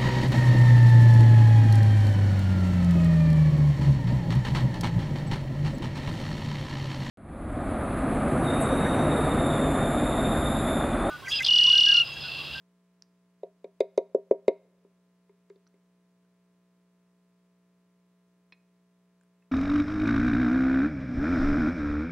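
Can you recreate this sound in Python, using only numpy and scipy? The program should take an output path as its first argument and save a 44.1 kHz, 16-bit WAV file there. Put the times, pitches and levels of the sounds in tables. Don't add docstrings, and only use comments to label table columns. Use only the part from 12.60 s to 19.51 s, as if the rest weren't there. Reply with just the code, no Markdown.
import sys
import numpy as np
from scipy import signal
from scipy.fft import rfft, irfft
from scipy.io import wavfile

SR = 44100
rng = np.random.default_rng(int(sys.argv[2]) if len(sys.argv) > 2 else 0)


def digitize_waveform(pressure):
    field = np.atleast_2d(pressure).T
    bounded = np.clip(field, -1, 1)
    quanta = np.round(bounded * 32767).astype(np.int16)
    wavfile.write(sys.argv[1], SR, quanta)


N = 304819
TIME = np.arange(N) / SR
HIT_SAMPLES = SR // 2

# f/Hz, level/dB per Hz
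HISS_SPECTRUM = [(25, -123), (80, -118), (170, -111), (350, -111), (500, -114), (750, -120), (1800, -122),
                 (3000, -124), (6000, -126), (10000, -129), (13500, -133), (15000, -143)]
# f/Hz, level/dB relative to the shared part
HISS_STEREO = [(40, -9.5), (300, -11), (1500, -6), (4000, -0.5), (9000, -1.5), (13000, -1.5)]
# f/Hz, rms level/dB
HUM_TONES = [(60, -98), (120, -87.5), (180, -67.5), (240, -86.5), (420, -80.5), (480, -89.5), (660, -83),
             (720, -107), (780, -99), (1020, -87), (1500, -103), (2460, -99)]
# centre f/Hz, early echo level/dB, tail level/dB, tail t60/s
HALL_BANDS = [(251.1, -30, -40, 1.1), (498, -28.5, -42, 1.4), (1000, -17, -29.5, 0.7024),
              (2000, -17, -27, 0.528), (3608, -22.5, -29.5, 0.61), (8000, -26, -38, 0.23)]
# f/Hz, level/dB, t60/s
HAND_TAP_MODES = [(423, -10, .034), (977, -13, 0.047), (1860, -2, 0.01), (2280, 0.5, 0.014),
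                  (2515, -4, 0.027), (3420, -2.5, 0.011), (4200, 1, 0.014), (5320, -3.5, 0.0069)]
# t/s, peak level/dB, high ring f/Hz, its level/dB relative to the low ring, t60/s
DRY_CLICKS = [(0.4224, -37, 6150, 13, 0.0032), (3.0670, -56.5, 5550, -6, .0103),
              (3.0734, -60.5, 5870, 14, 0.0118), (3.649, -68, 3540, -20, 0.011),
              (6.6108, -60.5, 9000, -11, 0.0078), (6.634, -65, 9800, -6, 0.0085),
              (6.8210, -65, 2610, -9, .022)]
# f/Hz, level/dB, t60/s
TABLETOP_MODES = [(242.2, -57, 0.29), (394.7, -29.5, 0.2), (424, -40.5, 0.21), (590.3, -40, .101),
                  (632, -38, 0.16), (698.3, -46.6, 0.17), (945, -55.5, .16), (1113.4, -56, 0.077)]
# f/Hz, level/dB, t60/s
BODY_MODES = [(434.2, -11, 0.01593), (377.3, -13, .057), (446.5, -23, .087), (536.9, -4.5, .06),
              (534.2, -3.5, .055), (643.1, -9.5, .042), (648.7, -13, 0.0518), (934.6, -33.5, .033),
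              (932.5, -29.5, 0.027)]
# f/Hz, level/dB, t60/s
DEEP_MODES = [(228, -30, 0.04383), (312.1, -36, .105)]
# f/Hz, level/dB
CAP_MODES = [(960, -2), (1280, -11.5), (1630, -8.5), (1810, -11.5), (2110, 2), (2280, -0.5), (2430, -1.5),
             (3120, -20), (3480, -6.5), (3780, -1.5), (4060, -8), (4440, -7.5), (4870, -9)]
# f/Hz, level/dB
RIM_MODES = [(4800, -4), (5700, -2.5), (6150, 1), (7400, -2), (7950, -11), (9030, -13)]
# t/s, push level/dB, push centre f/Hz, push width/Hz,
# clack peak level/dB, clack centre f/Hz, tick peak level/dB
BOTTLE_LANDINGS = [(0.8319, -4.5, 710, 193, -55.5, 2470, -68),
                   (1.0427, -13.5, 756, 450, -52.5, 2490, -64.5),
                   (1.2047, 6.5, 663, 313, -30.5, 3120, -40.5), (1.377, 9.5, 770, 367, -35.5, 3080, -33.5),
                   (1.547, 3.5, 595, 413, -54.5, 1300, -51.5), (1.71, 8, 674, 453, -38, 1413, -57.5),
                   (1.8798, 11, 785, 471, -26, 2580, -39), (2.247, -40, 483, 622, -63, 805, -83.5),
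                   (2.693, -39, 392, 75, -61, 1000, -82), (2.8989, -27.5, 397.5, 68, -54.5, 1358, -61.5),
                   (2.9575, -42, 300, 449, -63, 4530, -79.5), (3.1397, -47.5, 290, 651, -66.5, 900, -81)]


def from_db(db):
    return 10 ** (np.asarray(db) / 20)


def at_hz(points, hz):
    point_hz, value = np.transpose(points)
    return np.interp(np.log(np.maximum(hz, 1)), np.log(point_hz), value)


def add(track, start_s, sound):
    start = int(start_s * SR)
    track[start:start + len(sound)] += sound[:N - start]


def at_peak(x, db):
    return from_db(db) * x / np.max(np.abs(x))


def soften(x, hz):
    return signal.sosfilt(signal.butter(2, min(hz, SR / 3), fs=SR, output="sos"), x)


def resonance(x, hz, width_hz):
    return signal.lfilter(*signal.iirpeak(hz, hz / width_hz, fs=SR), x + 1e-18)


def ring(force, modes):
    out = 0
    for k, (hz, db, t60) in enumerate(modes):
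        decay, step = from_db(-60 / (t60 * SR)), 2 * np.pi * hz / SR
        tone = signal.lfilter([0, np.sin(step)], [1, -2 * decay * np.cos(step), decay**2], force + 1e-18)
        out = out + (-1) ** k * from_db(db) * tone
    return out


def contact(rise_s, grit):
    age = TIME[:HIT_SAMPLES] / rise_s
    scuff = rng.standard_normal(HIT_SAMPLES) * age * np.exp(-np.minimum(age, 20)) * (age < 20)
    snap = signal.unit_impulse(HIT_SAMPLES, int(rise_s * SR))
    return grit * scuff / np.linalg.norm(scuff) + snap


def varied(modes, t60, scatter_db=0.5):
    return [(hz, db - scatter_db * rng.standard_normal(), t60) for hz, db in modes]


def echo_shape(t60, onset_s):
    age = TIME[:SR * 2]
    shape = from_db(-60 * age / t60) * (1 - np.exp(-(age / onset_s) ** 2))
    return shape / np.linalg.norm(shape)


def hiss():
    hz = np.arange(N // 2 + 1) * SR / N
    shared, side = rfft(rng.standard_normal((2, N))) * from_db(at_hz(HISS_SPECTRUM, hz)) * np.sqrt(SR / 2)
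    side *= from_db(at_hz(HISS_STEREO, hz))
    return irfft(shared, N) + irfft(side, N) * np.array([[1], [-1]])


def hum(mains_hz=60, buzz_top_hz=2000, whine_hz=15734, whine_db=-105):
    listed_db = {round(hz / mains_hz): db for hz, db in HUM_TONES}
    period = SR // mains_hz
    angle = 2 * np.pi * np.arange(period) / period
    cycle = np.zeros(period)
    for k in range(1, 70):
        hz = k * mains_hz
        start_db, db_per_octave = (-79.5, -3) if k % 2 else (-73, -6.5)
        buzz_gain = from_db(start_db + db_per_octave * np.log2(k)) / np.sqrt(1 + (hz / buzz_top_hz) ** 4)
        gain = from_db(listed_db[k]) if k in listed_db else buzz_gain
        phase = (0.66 + 0.7 * hz / 1000) * rng.standard_normal()
        cycle += np.sqrt(2) * gain * np.sin(k * angle + phase)
    whine = np.sqrt(2) * from_db(whine_db) * np.sin(2 * np.pi * whine_hz * TIME)
    return np.resize(cycle, N) + whine


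def hall(x):
    response, early = 0, echo_shape(t60=0.11, onset_s=0.0053)
    for hz, early_db, tail_db, t60 in HALL_BANDS:
        band = signal.butter(2, [hz / np.sqrt(2), hz * np.sqrt(2)], "band", fs=SR, output="sos")
        envelope = from_db(early_db) * early + from_db(tail_db) * echo_shape(t60, onset_s=0.033)
        response = response + signal.sosfilt(band, rng.standard_normal(len(early))) * envelope
    return signal.fftconvolve(x, response)[:N]


def to_stereo(x, bass_lean=0.29, treble_lean=0.075):
    bass = signal.lfilter(*signal.butter(1, 330, fs=SR), x)
    return x + (bass_lean * bass - treble_lean * x) * np.array([[1], [-1]])


def dry_clicks(low_hz=1585):
    out = np.zeros(N)
    for start_s, peak_db, high_hz, high_db, t60 in DRY_CLICKS:
        modes = [(low_hz, 0, t60), (0.807 * high_hz, high_db + 0.5, t60), (high_hz, high_db, t60)]
        snap = ring(contact(rise_s=0.072 * t60, grit=5.3), modes)
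        add(out, start_s, at_peak(soften(snap, 2.6 * high_hz), peak_db))
    return out


def hand_tap(start_s=5.9222, peak_db=-42, gap_s=0.0065, loss_db=10.5):
    out = np.zeros(N)
    for k in range(4):
        touch = soften(ring(contact(rise_s=0.0009, grit=2.5), HAND_TAP_MODES), hz=5500)
        add(out, start_s + k * gap_s, at_peak(touch, peak_db - k * loss_db))
    return out


def thump(push_db, push_hz, width_hz, usual_width_hz=400):
    push = from_db(push_db) * resonance(signal.unit_impulse(HIT_SAMPLES), push_hz, width_hz)
    deep_db = 3 + 15.5 * np.log2(width_hz / usual_width_hz)
    table_db = 2.5 - 0.2 * push_db
    bottle = ring(push, BODY_MODES) + from_db(deep_db) * ring(push, DEEP_MODES)
    tabletop = from_db(table_db) * ring(push, TABLETOP_MODES)
    shove = from_db(9.5) * soften(push, hz=60)
    return bottle + tabletop + shove


def cap_clack(hz):
    snap = resonance(contact(rise_s=0.00076, grit=0.94), hz, width_hz=hz)
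    snap = resonance(snap, hz, width_hz=1.1 * hz)
    return ring(snap, varied(CAP_MODES, t60=0.024))


def bottle_knocks(rim_lead_s=0.0011):
    out = np.zeros(N)
    for start_s, push_db, push_hz, width_hz, clack_db, clack_hz, tick_db in BOTTLE_LANDINGS:
        add(out, start_s, thump(push_db, push_hz, width_hz))
        add(out, start_s, at_peak(cap_clack(clack_hz), clack_db))
        tick = ring(contact(rise_s=0.00048, grit=0.99), varied(RIM_MODES, t60=0.009))
        add(out, start_s - rim_lead_s, at_peak(tick, tick_db))
    return out


def scene():
    bottle, clicks, tap = bottle_knocks(), dry_clicks(), hand_tap()
    echo = hall(bottle + from_db(4.5) * clicks + from_db(6.5) * tap)
    return to_stereo(bottle + clicks + tap + echo) + hum() + hiss()


def record(dry, cutoff_hz=15900):
    return signal.sosfilt(signal.ellip(10, 0.1, 80, cutoff_hz, fs=SR, output="sos"), dry)


dry = scene()
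out = record(dry)
digitize_waveform(out)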